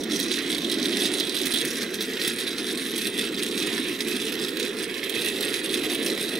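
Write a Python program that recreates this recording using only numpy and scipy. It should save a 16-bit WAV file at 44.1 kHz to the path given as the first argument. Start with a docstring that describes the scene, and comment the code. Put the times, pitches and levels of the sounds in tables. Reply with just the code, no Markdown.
"""Toy truck on a wooden floor

A hand pushes a small die-cast toy truck with a plastic trailer, close to a two-port microphone.
The boards rumble under the wheels as filtered noise; the wheels grind over the grain and loose axles
rattle in bursts, both as random taps that ring the hollow body. Sharper knocks are flurries of touches
on the same body plus a low thump. Near echoes and a faint low room hum lie around them.
"""
import sys
import numpy as np
from scipy import signal
from scipy.fft import rfft, irfft, next_fast_len
from scipy.io import wavfile
from scipy.ndimage import uniform_filter1d

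SR = 44100
rng = np.random.default_rng(int(sys.argv[2]) if len(sys.argv) > 2 else 0)


def dump(signal):
    """Clip the signal to [-1, 1] and save it as 16-bit WAV at the path in sys.argv[1]."""
    limited = np.clip(np.atleast_2d(signal).T, -1, 1)
    pcm = np.round(limited * 32767).astype(np.int16)
    wavfile.write(sys.argv[1], SR, pcm)


def gain_from_decibels(decibels):
    """Convert decibel values to linear amplitude factors."""
    exponent = np.asarray(decibels, float) / 20
    return 10 ** exponent


N = 281799

# All levels in the tables are relative: later stages add their own gain.
# Slow rolling levels: time_s, board_rumble_db, wheel_grind_db, axle_rattle_between_bursts_db
ROLLING_LEVELS = [(0, -34, -37.5, -44), (.09, -33, -34, -67), (.2, -31, -31, -42.5), (.4, -33, -30, -43),
                  (.6, -30, -32.5, -40.5), (1., -31, -28, -38), (1.5, -34.5, -32, -38.5),
                  (1.9, -34, -34.5, -50), (2.3, -33, -32.5, -39), (2.75, -33.5, -35, -40.5),
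                  (3.3, -32.5, -34.5, -40.5), (3.7, -28.5, -31.5, -37.5), (4.0, -32.5, -31.5, -39),
                  (4.4, -30.5, -34.5, -40), (4.95, -33.5, -33.5, -44.5), (5.3, -27, -31.5, -36.5),
                  (5.65, -31, -32.5, -41.5), (5.85, -28, -31.5, -47), (5.97, -31, -29.5, -41),
                  (6.1, -28.5, -34, -37.5), (6.22, -32.5, -33, -41), (6.39, -32, -32, -41)]
# Sharper knocks of an axle in its slot: start_s, peak_db, favoured_pitch_hz, brightness_db_per_octave
AXLE_KNOCKS = [(0.0354, -12, 3170, 12), (0.1093, -12, 4070, -1), (0.118, -16, 3950, -1),
               (0.135, -17, 5830, 3), (0.1601, -12, 5650, 6), (0.1996, -6, 3800, 16),
               (0.3144, -6, 4000, 17), (0.3403, -10, 3960, 1), (0.3678, -13, 3700, 0.1),
               (0.387, -15, 3800, 0.1), (0.5, -9, 3700, 6), (0.516, -17, 4000, 5), (0.527, -10, 4000, 4),
               (0.5473, -5.5, 4070, 8), (0.5815, -9, 3640, 5), (0.6456, -8, 3800, -11),
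               (0.698, -6, 3800, 0), (0.7154, -4.5, 3370, 12), (0.7405, -7.5, 3630, 13),
               (0.7978, -11, 3770, -2), (0.8544, -8, 3740, 8), (0.9267, -5.5, 3580, -5),
               (0.9682, -4.5, 4070, -19), (1.018, -9.5, 3990, -2), (1.054, -4, 3800, 16),
               (1.138, -17, 4200, 0), (1.1987, -3.5, 4240, 16), (1.271, -13, 3660, -12),
               (1.294, -24, 3290, 9), (1.3443, -25, 4020, 3), (1.365, -10, 3420, 1), (1.4564, -5, 3400, 16),
               (1.4675, -3.5, 3460, 20), (1.52, -18, 3500, 8), (1.5383, -1, 3300, 11), (1.558, -9, 3400, 8),
               (1.572, -16, 3500, 5), (1.613, -8, 8500, 0), (1.6501, -8, 3830, 22), (1.819, -16, 4100, 0.1),
               (1.83, -8.5, 4060, 9), (1.942, -11.5, 4200, -3), (2.006, -7, 4100, 1),
               (2.022, -14, 4000, 20), (2.1694, -10, 3370, -3), (2.195, -12, 4010, -6),
               (2.2147, -3, 3960, 0), (2.246, -9, 3300, -9), (2.276, -2.5, 3260, 17),
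               (2.386, -8.5, 3740, 16), (2.4687, -14, 3990, 0.1), (2.531, -20, 3580, 3),
               (2.5825, -8, 3800, 12), (2.68, -13, 4200, 3), (2.7733, -7, 3700, 7), (2.9374, -13, 3230, -4),
               (2.98, -6, 3400, 19), (3.069, -6, 3830, 13), (3.1889, -14, 3470, 9), (3.3435, -14, 4060, 7),
               (3.3745, -11, 3420, 0), (3.4248, -9.5, 3550, -5), (3.434, -9, 2580, -8),
               (3.432, -5, 8900, 9), (3.5763, -12, 4020, 1), (3.623, -11, 3450, -4),
               (3.669, -6.5, 3350, 13.5), (3.738, -12, 3440, -6), (3.779, -11, 1850, -10),
               (3.869, -21, 8900, 2), (4.005, -6.5, 4700, 11), (4.019, -21, 3860, 11),
               (4.048, -23, 3240, 14), (4.073, -20, 3140, 10), (4.0826, -8, 3000, 15),
               (4.119, -17, 2650, -3), (4.164, -8, 3400, 12), (4.2492, -16, 3900, 24),
               (4.282, -12, 2520, 1), (4.3203, -14, 3990, 14), (4.4832, -12.5, 1820, 10),
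               (4.569, -8, 2560, 9), (4.598, -5, 1860, 7), (4.628, -12, 2470, 12), (4.7681, -18, 2900, 8),
               (4.84, -13, 3400, 5), (4.9412, -9, 3550, 4), (5.03, -13, 2030, -7), (5.0954, -6, 3300, 18),
               (5.14, -13, 3320, -5), (5.259, -7, 3330, 21), (5.407, -5, 4160, 18), (5.431, -12, 3840, 2),
               (5.447, -7, 8900, 8), (5.5407, -18, 3820, 5), (5.642, -16, 2580, -2),
               (5.7413, -5.5, 3620, 16.5), (5.8184, -14, 2770, 1), (5.8977, -11, 3270, -4),
               (5.945, -9, 8900, 17), (6.027, -15, 1910, 12), (6.062, -6, 2580, 9),
               (6.1756, -8.5, 2020, -2), (6.1973, -21, 3900, 12), (6.353, -13, 3400, 12)]
# Spectrum of the floorboards: pitch_hz, density_db_per_hz
BOARD_SPECTRUM = [(65, -50), (110, -22.5), (145, -17.5), (165, -14.5), (190, -9), (231, -3), (340, 1.5),
                  (445, -3.5), (600, -22), (693, -19.5), (816, -26.5), (1000, -25), (1200, -25),
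                  (1430, -20), (2420, -120)]
# Body and trailer resonances: pitch_hz, unloaded_t60_s, level_db,
# scatter_share (of the pitch scatter between contact points: low for the stiff metal parts)
BODY_MODES = [(1065, 0.01, -37, 1), (1310, 0.0091, -24, 1), (1520, 0.012, -27, .8), (1810, 0.019, -6, 0.73),
              (2005, 0.025, -4.5, 0.32), (2220, 0.025, -11, 1), (2580, 0.033, 3, 0.18),
              (2852, 0.025, 1, 0.84), (3290, 0.042, 5.5, 0.32), (3570, 0.011, 10.5, 0.92),
              (3952, 0.014, 10.5, 0.68), (4255, 0.013, 3, .8), (4670, 0.024, -2, 0.78),
              (5016, 0.047, 0.5, .15), (5167, 0.019, -0.5, .5), (5560, 0.015, 0.5, 0.87),
              (5800, 0.024, -5, .6), (6000, 0.038, -6.5, .7), (6500, 0.07, -12.5, 0.081),
              (6780, 0.02, -7.5, .7), (7670, 0.03, -10.5, 0.34), (8300, 0.021, -9.5, .6),
              (8873, 0.023, -4.5, .15), (9230, 0.012, -7.5, 0.61), (9700, 0.016, -11.5, 1),
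              (10500, 0.015, -11, 1), (11080, 0.015, -19, 1), (12900, 0.022, -22, 1),
              (12640, 0.025, -16, 1), (14200, 0.008, -28, 1), (14700, .015, -26, .5), (15600, .01, -24, 1)]
# Tone of the wheel grind: pitch_hz, gain_db
GRIND_SPECTRUM = [(500, -10.5), (1000, -3), (2000, 3), (4000, -7), (6000, -11), (9000, -18), (15000, -26)]
# Tone of the axle rattle: pitch_hz, gain_db
RATTLE_SPECTRUM = [(700, -37), (1500, -1), (3000, -2), (5000, -2.5), (8000, 4.5), (12000, 3), (16000, -10)]
# Bursts of chatter when a wheel's uneven spot comes round: start_s, length_s, level_db
CHATTER_BURSTS = [(0.09, 0.015, -42), (0.107, 0.13, -36), (0.298, 0.086, -38), (0.413, 0.066, -48),
                  (0.481, 0.037, -32.5), (0.555, 0.04, -47), (0.677, 0.057, -39), (0.77, 0.044, -43),
                  (0.81, 0.041, -33.5), (0.96, 0.11, -32.5), (1.108, 0.1, -35), (1.268, 0.035, -47),
                  (1.334, 0.089, -33), (1.448, 0.17, -35), (1.642, 0.077, -35.5), (1.748, 0.041, -37.5),
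                  (1.804, 0.017, -33.5), (1.863, 0.06, -59), (1.931, 0.015, -36.5), (2.001, 0.043, -38),
                  (2.062, 0.1, -51), (2.189, 0.14, -34), (2.387, 0.042, -31.5), (2.464, 0.03, -31.5),
                  (2.566, 0.044, -35), (2.638, 0.09, -33), (2.766, 0.051, -34), (2.833, 0.066, -36.5),
                  (2.945, 0.13, -33), (3.126, 0.059, -36), (3.175, 0.038, -33), (3.23, 0.042, -34),
                  (3.37, 0.02, -34), (3.443, 0.073, -33.5), (3.543, 0.16, -37), (3.997, 0.023, -36.5),
                  (4.07, 0.15, -39.5), (4.2, 0.021, -33.5), (4.24, 0.2, -46), (4.381, 0.063, -36.5),
                  (4.477, 0.017, -33.5), (4.583, 0.057, -39), (4.618, 0.052, -34), (4.692, 0.07, -45),
                  (4.775, 0.032, -33.5), (4.817, 0.017, -31), (4.885, 0.084, -52), (4.968, 0.027, -38),
                  (5.028, 0.013, -34.5), (5.075, 0.016, -41), (5.137, 0.15, -32), (5.348, 0.019, -32),
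                  (5.41, 0.032, -36.5), (5.472, 0.026, -33), (5.519, 0.059, -32.5), (5.634, 0.023, -30.5),
                  (5.688, 0.036, -38.5), (5.717, 0.031, -30.5), (5.767, 0.026, -36), (5.823, 0.036, -32.5),
                  (5.882, 0.048, -31), (5.934, 0.034, -33.5), (6.034, 0.067, -36), (6.189, 0.07, -33.5),
                  (6.277, 0.042, -33.5), (6.31, 0.068, -43)]
# Brief dips of grind and rattle: centre_s, length_s (centre to 1/e of the dip in dB), depth_db
BRIEF_LULLS = [(1.98, 0.018, -3), (2.766, 0.0051, -9), (3.31, 0.0077, -10), (3.366, 0.011, -3.5),
               (3.502, 0.022, -5.5), (3.977, 0.014, -7), (4.039, 0.016, -6), (4.53, 0.036, -3),
               (4.745, 0.039, -4.5), (4.866, 0.015, -4), (5.012, 0.0086, -4), (5.876, 0.0069, -6),
               (5.968, 0.009, -8)]
# Level of each touch in a knock's flurry: level_db
BOUNCE_LEVELS_DB = [-1.5, 1, -4, -7.5, -5]
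# Truck seen from the microphone, which is set farther back at 1.6 s: time_s, nearness (0-1), boom_db,
# scrape_db, rumble_top_edge_db, hiss_db, low_band_db, mid_band_db, left_minus_right_db
TRUCK_POSE = [(.1, 0.72, 6.5, 6, 3, 0.5, -2, -1, -1.2), (.5, 0.98, 1.5, 0, 1.5, -1, 0.5, -0.4, -0.9),
              (.9, 1, 4, -1, 2.5, -2.5, 0, -0.17, -0.7), (1.25, 1, 2.5, -1, 6.5, -2.5, -1.5, 0.93, -1.5),
              (1.6, 0.8, 3, -3, 4.5, 0, 1, 1.8, -2.5), (1.63, 0, 5, 2, 5.5, -1, 1, -1.5, -0.5),
              (2., 0.26, 3, 4.5, 2, 3, 1.5, -1.4, 0.7), (2.3, 0.02, -1, -2.5, 1, -3.5, -2.5, -0.78, -0.5),
              (2.65, 0.7, 2.5, -3, 1, -4, 2.5, -0.67, 0), (3., 0.25, 5, -3, -0.5, -1, -2.5, 0.93, 0),
              (3.3, 0.3, 4, -2.5, -1, -4.5, 0.5, 1.9, -0.2), (3.6, 0.45, 0, -1, -2, -2, -2.5, 1.9, -1),
              (3.95, 0.37, 1, 0, -2.5, -2, -2.5, 2.1, -0.8), (4.3, 0.23, 1.5, -2, -3, -2.5, -1, 1.8, -1.5),
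              (4.7, 0, -0.5, -1, 1, -4, -1, 0.67, -1.5), (5.1, 0.3, -6, -5, 0.5, -1.5, -4.5, 1.1, -1.5),
              (5.35, 0.2, -6, -4, 0, -2.5, -4.5, 1.5, -1.5), (5.6, 0.32, -2.5, -4, 1.5, -2, -1.5, 2, -1),
              (5.95, 0.56, -1, -2, 4, 0.5, -2.5, 1.5, -0.5), (6.3, 0.5, 3.5, -4, 8, -2, 0, 0.5, -0.5)]
# Colour regions that change with nearness: centre_hz, width_log_hz, far_db, near_db
COLOUR_REGIONS = [(121, 0.57, 1, -2), (296, 0.2, -4, 1), (430, 0.12, 2.5, -3.5), (510, 0.071, 3, -4),
                  (618, 0.22, -2, 1.5), (780, 0.12, -1.5, 1), (920, 0.62, -1, -1.5), (1690, 0.23, 6, -0.5),
                  (2560, 0.11, 0.5, -5.5), (3800, 0.096, -1, 1), (7000, 0.059, 0, -1),
                  (8900, 0.03, -0.5, -2), (9350, 0.1, -0.5, 0.5), (12900, 0.38, 3.5, 1)]
# Strength of the passing patches of colour: pitch_hz, spread_db
PATCH_SPREAD = [(800, 0.35), (2000, 0.82), (3500, 1.12), (5000, 0.86), (9000, 1.9)]
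# Share of power that both ports hear alike: pitch_hz, likeness (0-1)
PORT_LIKENESS = [(60, 0.16), (130, 0.97), (290, 1), (640, 0.88), (1000, 0.72), (1800, 0.8), (3500, 0.94),
                 (6820, 0.91), (10000, 1), (15000, 0.92)]
# Phase by which the left port leads: pitch_hz, lead_rad
PORT_LEAD = [(0, -0.14), (860, -0.2), (1460, 0.71), (1810, 0.036), (3010, -0.88), (3530, -0.69),
             (4050, -0.63), (5170, 0.52), (6370, -0.023), (11700, -0.14), (14400, -0.17), (14700, -0.6),
             (15900, -0.14)]
# Level difference between the ports: pitch_hz, left_minus_right_db
PORT_LEAN = [(60, 9), (110, 0.5), (200, 0.5), (380, -1.5), (700, -3), (1290, -4.5), (2380, -5),
             (4400, -4.5), (8120, 0), (15000, -5)]
# Spectrum of the room hum: pitch_hz, density_db_per_hz
ROOM_SPECTRUM = [(20, -16), (60, -2), (110, -9), (200, -5), (1000, -18)]


def rumble():
    """The boards answer the bumps of the grain with a broad low hump of noise, in random lumps."""
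    lump_db, lump_s = 1, 0.033
    low = coloured(rng.standard_normal(N), BOARD_SPECTRUM)
    wander = evened(uniform_filter1d(rng.standard_normal(N), round(lump_s * SR)))
    return gain_from_decibels(lump_db * wander) * rolling(column=1) * low / band_rms(low, 150, 550)


def grind():
    """Dense small bumps under the wheels ring the lower body modes."""
    follow = 0.15  # dB of grind for each dB that a burst lifts the rattle
    burst_lift = 1 + bursts() / rolling(column=3) ** 2  # as a power ratio
    level = rolling(column=2) * burst_lift ** (follow / 2) * lulls()
    bumps = contacts(per_s=3400, size_db=2.25, jolts_per_s=130, jolt_db=-5.5, settle_s=0.004,
                     together=0.23, count=24, home_hz=(1500, 4200),
                     spread_db=5.5, crack_db=12, crack_s=0.014, favour_db=7.5, reach=0.32,
                     ring_share=0.58, scatter=0.032)
    sound = coloured(sounded(*bumps, level), GRIND_SPECTRUM)
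    return gain_from_decibels(-3.0) * sound / band_rms(sound, 1140, 5600) * np.sqrt(np.mean(level ** 2))


def rattle():
    """Loose axles chatter in their slots, brighter and more jolted than the grind."""
    level = np.sqrt(rolling(column=3) ** 2 + bursts()) * lulls()
    ticks = contacts(per_s=2200, size_db=1.16, jolts_per_s=70, jolt_db=3.5, settle_s=0.0026,
                     together=0.17, count=24, home_hz=(5000, 14500),
                     spread_db=6.5, crack_db=-1.5, crack_s=0.02, favour_db=11, reach=0.16,
                     ring_share=0.74, scatter=0.02)
    sound = coloured(sounded(*ticks, level), RATTLE_SPECTRUM)
    return gain_from_decibels(-2.0) * sound / band_rms(sound, 5730, 16000) * np.sqrt(np.mean(level ** 2))


def knocks():
    """Short flurries of touches ring the whole body, leaning slightly right by varying amounts."""
    far_lean_db, near_lean_db, lean_scatter_db = -1, -2, -0.5  # left minus right
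    out = np.zeros((2, N + 4096))
    times, near, *_ = np.transpose(TRUCK_POSE)
    for start_s, peak_db, favour_hz, bright_db in AXLE_KNOCKS:
        touches = flurry(favour_hz, bright_db)
        lean_db = np.interp(np.interp(start_s, times, near), [0, 1], (far_lean_db, near_lean_db))
        lean_db = lean_db + lean_scatter_db * rng.standard_normal()
        side = gain_from_decibels(np.array([[.5], [-.5]]) * lean_db)
        knock = touches / abs(touches).max() + board_thump(len(touches))
        start = round(start_s * SR)
        out[:, start:start + len(knock)] += gain_from_decibels(peak_db - 10.0) * side * knock
    return out[:, :N]


def flurry(favour_hz, bright_db):
    """A knock is a quick run of touches, each ringing the body from a new contact point."""
    touches = np.zeros(3072)
    times = np.cumsum(rng.uniform(0.0008, 0.0033, len(BOUNCE_LEVELS_DB)))  # gaps in s
    starts = ((times - times[0]) * SR).astype(int)
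    for start, bounce_db in zip(starts, BOUNCE_LEVELS_DB):
        touch = ring(spread_db=5.0, crack_db=-1.0, crack_s=0.0077, bright_db=bright_db,
                     favour_hz=favour_hz, favour_db=14.5, reach=0.11, ring_share=0.56, scatter=0.018)
        onset = np.minimum(np.arange(len(touch)) / (0.00019 * SR), 1)
        touches[start:start + len(touch)] += gain_from_decibels(bounce_db) * touch * onset
    return touches


def board_thump(length):
    """A knock also jolts the board under the wheel: a short decaying sine of varying pitch."""
    centre_hz, t60_s, level_db = 311, 0.05, -10.5
    t = np.arange(length) / SR
    envelope = gain_from_decibels(level_db - 60 * t / t60_s) * np.minimum(t * centre_hz, 1)
    return envelope * np.sin(2 * np.pi * centre_hz * rng.uniform(0.72, 1.37) * t)


def bursts():
    """Power of the chatter: each burst rises quickly, sags while it lasts and dies fast."""
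    rise_s, sag_db, tail_db_per_s = 0.015, -1.5, -400
    t, power = np.arange(N) / SR, np.zeros(N)
    for start_s, length_s, level_db in CHATTER_BURSTS:
        start = round(start_s * SR)
        since = t[start:][:SR // 2] - start_s
        sag = sag_db * np.minimum(since / length_s, 1)
        tail = tail_db_per_s * np.maximum(since - length_s, 0)
        rise = np.clip(since / rise_s, 0, 1)
        power[start:][:SR // 2] += (rise * gain_from_decibels(level_db + sag + tail)) ** 2
    return power


def lulls():
    """Gain with a smooth dip at each lull."""
    t = np.arange(N) / SR
    return gain_from_decibels(sum(db * np.exp(-((t - s) / length) ** 2) for s, length, db in BRIEF_LULLS))


def contacts(per_s, size_db, jolts_per_s, jolt_db, settle_s, together, count, home_hz, **tone):
    """Random taps at several contact points; jolts set them off at once and they settle, partly alone."""
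    groups = 6
    strengths = np.minimum(rng.exponential(1, (groups + 1, N)), 2.2)
    jolts = strengths * (rng.random((groups + 1, N)) < jolts_per_s / SR)
    jolts[0] *= .6  # row 0 is common to all groups
    knock_starts = np.round(np.array(AXLE_KNOCKS)[:, 0] * SR).astype(int)
    jolts[:, knock_starts] += .7  # every knock shakes all the loose parts
    shaken = evened(signal.lfilter([1], [1, -np.exp(-1 / (settle_s * SR))], jolts))
    shaken = together * shaken[0] + (1 - together) * shaken[1:]
    point = rng.integers(0, count, N)
    here = point % groups, np.arange(N)
    busy = gain_from_decibels(jolt_db) * np.minimum(shaken[here], 2.2) + 1
    wander = evened(uniform_filter1d(rng.standard_normal((groups, N)), round(.15 * SR)))
    drift_db = 1.7 * np.tanh(wander)  # parts take turns
    busy = busy * gain_from_decibels(drift_db[here])
    sizes = gain_from_decibels(size_db * np.minimum(rng.exponential(1, N), 3)) * busy
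    taps = sizes * rng.choice([-1., 1.], N) * (rng.random(N) < per_s / SR)
    homes = np.geomspace(*home_hz, groups)  # each group of parts favours its own modes
    return taps, point, [ring(favour_hz=homes[k % groups], **tone) for k in range(count)]


def sounded(taps, point, rings, level):
    """Each tap rings its contact point at the rolling level, from that point's own place left or right."""
    lean_db, lag_s = 2, .000009  # spread between the ports
    hz = np.fft.rfftfreq(2048, 1 / SR)
    out = 0
    for k, body_ring in enumerate(rings):
        half = rng.standard_normal() * np.array([[.5], [-.5]])
        placing = gain_from_decibels(lean_db * half) * np.exp(2j * np.pi * hz * lag_s * half)
        placed = irfft(rfft(np.roll(body_ring, 8)) * placing, 2048)
        own_taps = taps * level * (point == k)
        out = out + signal.oaconvolve(own_taps[None], placed, axes=1)[:, :N]
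    return out


def ring(spread_db, crack_db, crack_s, bright_db=0, favour_hz=4000, favour_db=0, reach=0.12,
         ring_share=1, scatter=0.029):
    """One contact point: it excites each body mode by its own amount, along with a short crack."""
    t = np.arange(2048) / SR
    hz, t60, db, loose = np.transpose(BODY_MODES)[:, :, None]
    t60 = t60 * ring_share  # a loaded wheel or a gripped part rings shorter
    share, detune, phase = rng.standard_normal((3, len(BODY_MODES), 1))

    def favour(pitch_hz):  # lift of the modes near the favoured pitch
        return favour_db * np.exp(-(np.log(pitch_hz / favour_hz) / reach) ** 2)

    # brightness tilts the modes about 4000 Hz, with no further change above 9400 Hz
    db = db + spread_db * share + bright_db * np.log2(np.minimum(hz, 9400) / 4000) + favour(hz)
    swing = np.sin(2 * np.pi * hz * (1 + scatter * loose * detune) * t + 1.34 * phase)
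    modes = gain_from_decibels(db - 60 * t / t60) * swing / np.sqrt(t60 / 0.011)
    crack = np.diff(rng.standard_normal(len(t) + 1)) * gain_from_decibels(crack_db + bright_db - 60 * t / crack_s)
    crack_hz = np.fft.rfftfreq(len(t), 1 / SR) + 1
    crack = irfft(rfft(crack) * gain_from_decibels(favour(crack_hz)), len(t))
    return modes.sum(0) + crack


def rolling(column):
    """One column of the rolling table as a gain for every sample."""
    rows = np.array(ROLLING_LEVELS)
    return gain_from_decibels(np.interp(np.arange(N) / SR, rows[:, 0], rows[:, column]))


def evened(x):
    """Scales a signal to an rms of 1."""
    return x / np.sqrt(np.mean(x ** 2) + 1e-20)


def read(points, hz):
    """Reads a spectrum table at any pitch, interpolating along log frequency."""
    f, value = np.transpose(points)
    return np.interp(np.log(hz + 1), np.log(f + 1), value)


def coloured(x, points):
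    """Filters a long signal by a spectrum."""
    size = next_fast_len(N)
    return irfft(rfft(x, size) * gain_from_decibels(read(points, np.fft.rfftfreq(size, 1 / SR))), size)[..., :N]


def band_rms(x, lo_hz, hi_hz):
    """Level of one band of a long signal."""
    power = np.atleast_2d(abs(rfft(x)) ** 2).mean(0)
    return np.sqrt(2 * power[round(lo_hz * N / SR):round(hi_hz * N / SR)].sum()) / N


def posed(x):
    """The slow colour change of a moving source, and quicker patches as its loose parts shift."""
    hz, t, z = signal.stft(x, SR, nperseg=1024)
    times, *columns = np.transpose(TRUCK_POSE)
    near, boom_db, scrape_db, top_db, hiss_db, low_db, mid_db, lean_db = (
        np.interp(t, times, column) for column in columns)

    def bell(centre_hz, width):
        return np.exp(-(np.log((hz + 1) / centre_hz) / width) ** 2)[:, None]

    field_db = sum(bell(centre_hz, width) * (far_db + (near_db - far_db) * near)
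                   for centre_hz, width, far_db, near_db in COLOUR_REGIONS)
    field_db = field_db + bell(212, 0.49) * boom_db + bell(5980, 0.2) * scrape_db
    field_db = field_db + bell(574, 0.27) * top_db + bell(13800, 0.55) * hiss_db
    field_db = field_db + bell(1500, 0.18) * low_db + bell(2660, 0.14) * mid_db
    field_db = field_db + read(PATCH_SPREAD, hz)[:, None] * colour_patches(hz, t)
    field_db = field_db + np.array([.5, -.5])[:, None, None] * lean_db
    return signal.istft(z * gain_from_decibels(field_db), SR, nperseg=1024)[1][:, :N]


def colour_patches(hz, t):
    """Random field over pitch and time, smoothed into patches and scaled to an rms of 1."""
    smooth_s, smooth_hz = .07, 1480
    patches = rng.standard_normal((len(t), len(hz))).T
    patches = uniform_filter1d(patches, round(smooth_s / t[1]), 1)
    for _ in range(2):  # two passes of half the width
        patches = uniform_filter1d(patches, round(smooth_hz / hz[1] / 2), 0)
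    return evened(patches)


def reflections(x, t60, turn_s, count):
    """Near echoes off floor and hand, different on each side; they change as the truck travels."""
    tails = rng.standard_normal((count, 2, 4096)) * gain_from_decibels(-60 * np.arange(4096) / SR / t60)
    tails /= np.linalg.norm(tails, axis=2, keepdims=True)
    place, out = np.arange(N) / SR / turn_s, 0
    for k, tail in enumerate(tails):
        away = (place - k + count / 2) % count - count / 2  # the tails crossfade in a circle
        fade = np.cos(np.pi / 2 * np.clip(away, -1, 1))
        out = out + signal.oaconvolve(x * fade, tail, axes=1)[:, :N]
    return out


def room():
    """A faint steady low hum of the room: filtered noise, independent at each port."""
    return gain_from_decibels(-50) * evened(coloured(rng.standard_normal((2, N)), ROOM_SPECTRUM))


def scene():
    """All the truck's sounds pass through the same changing colour and balance."""
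    return posed(rumble() + grind() + rattle() + knocks())


def top_cut(x):
    """Nothing passes above the cut-off."""
    return signal.sosfilt(signal.butter(12, 16330, fs=SR, output="sos"), x)


def record(dry):
    """Two ports hear the truck with phase and level offsets, plus echoes and room hum, below a band limit."""
    edge_hz = 15800
    size = next_fast_len(N)
    hz = np.fft.rfftfreq(size, 1 / SR)
    same = np.clip(read(PORT_LIKENESS, hz), 0, 1)
    turn = np.exp(.5j * read(PORT_LEAD, hz)) * gain_from_decibels(read(PORT_LEAN, hz) / 2)
    echoes = reflections(dry, t60=0.1, turn_s=.09, count=12)
    heard = np.sqrt(same) * rfft(dry, size) + np.sqrt(1 - same) * rfft(echoes, size)
    heard = heard * np.array([turn, 1 / turn]) + rfft(room(), size)
    heard = heard / (1 + (hz / edge_hz) ** 400)  # a very steep edge
    mix = irfft(heard, size)[:, :N]
    return top_cut(mix)


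dry = scene()
out = record(dry)
dump(out)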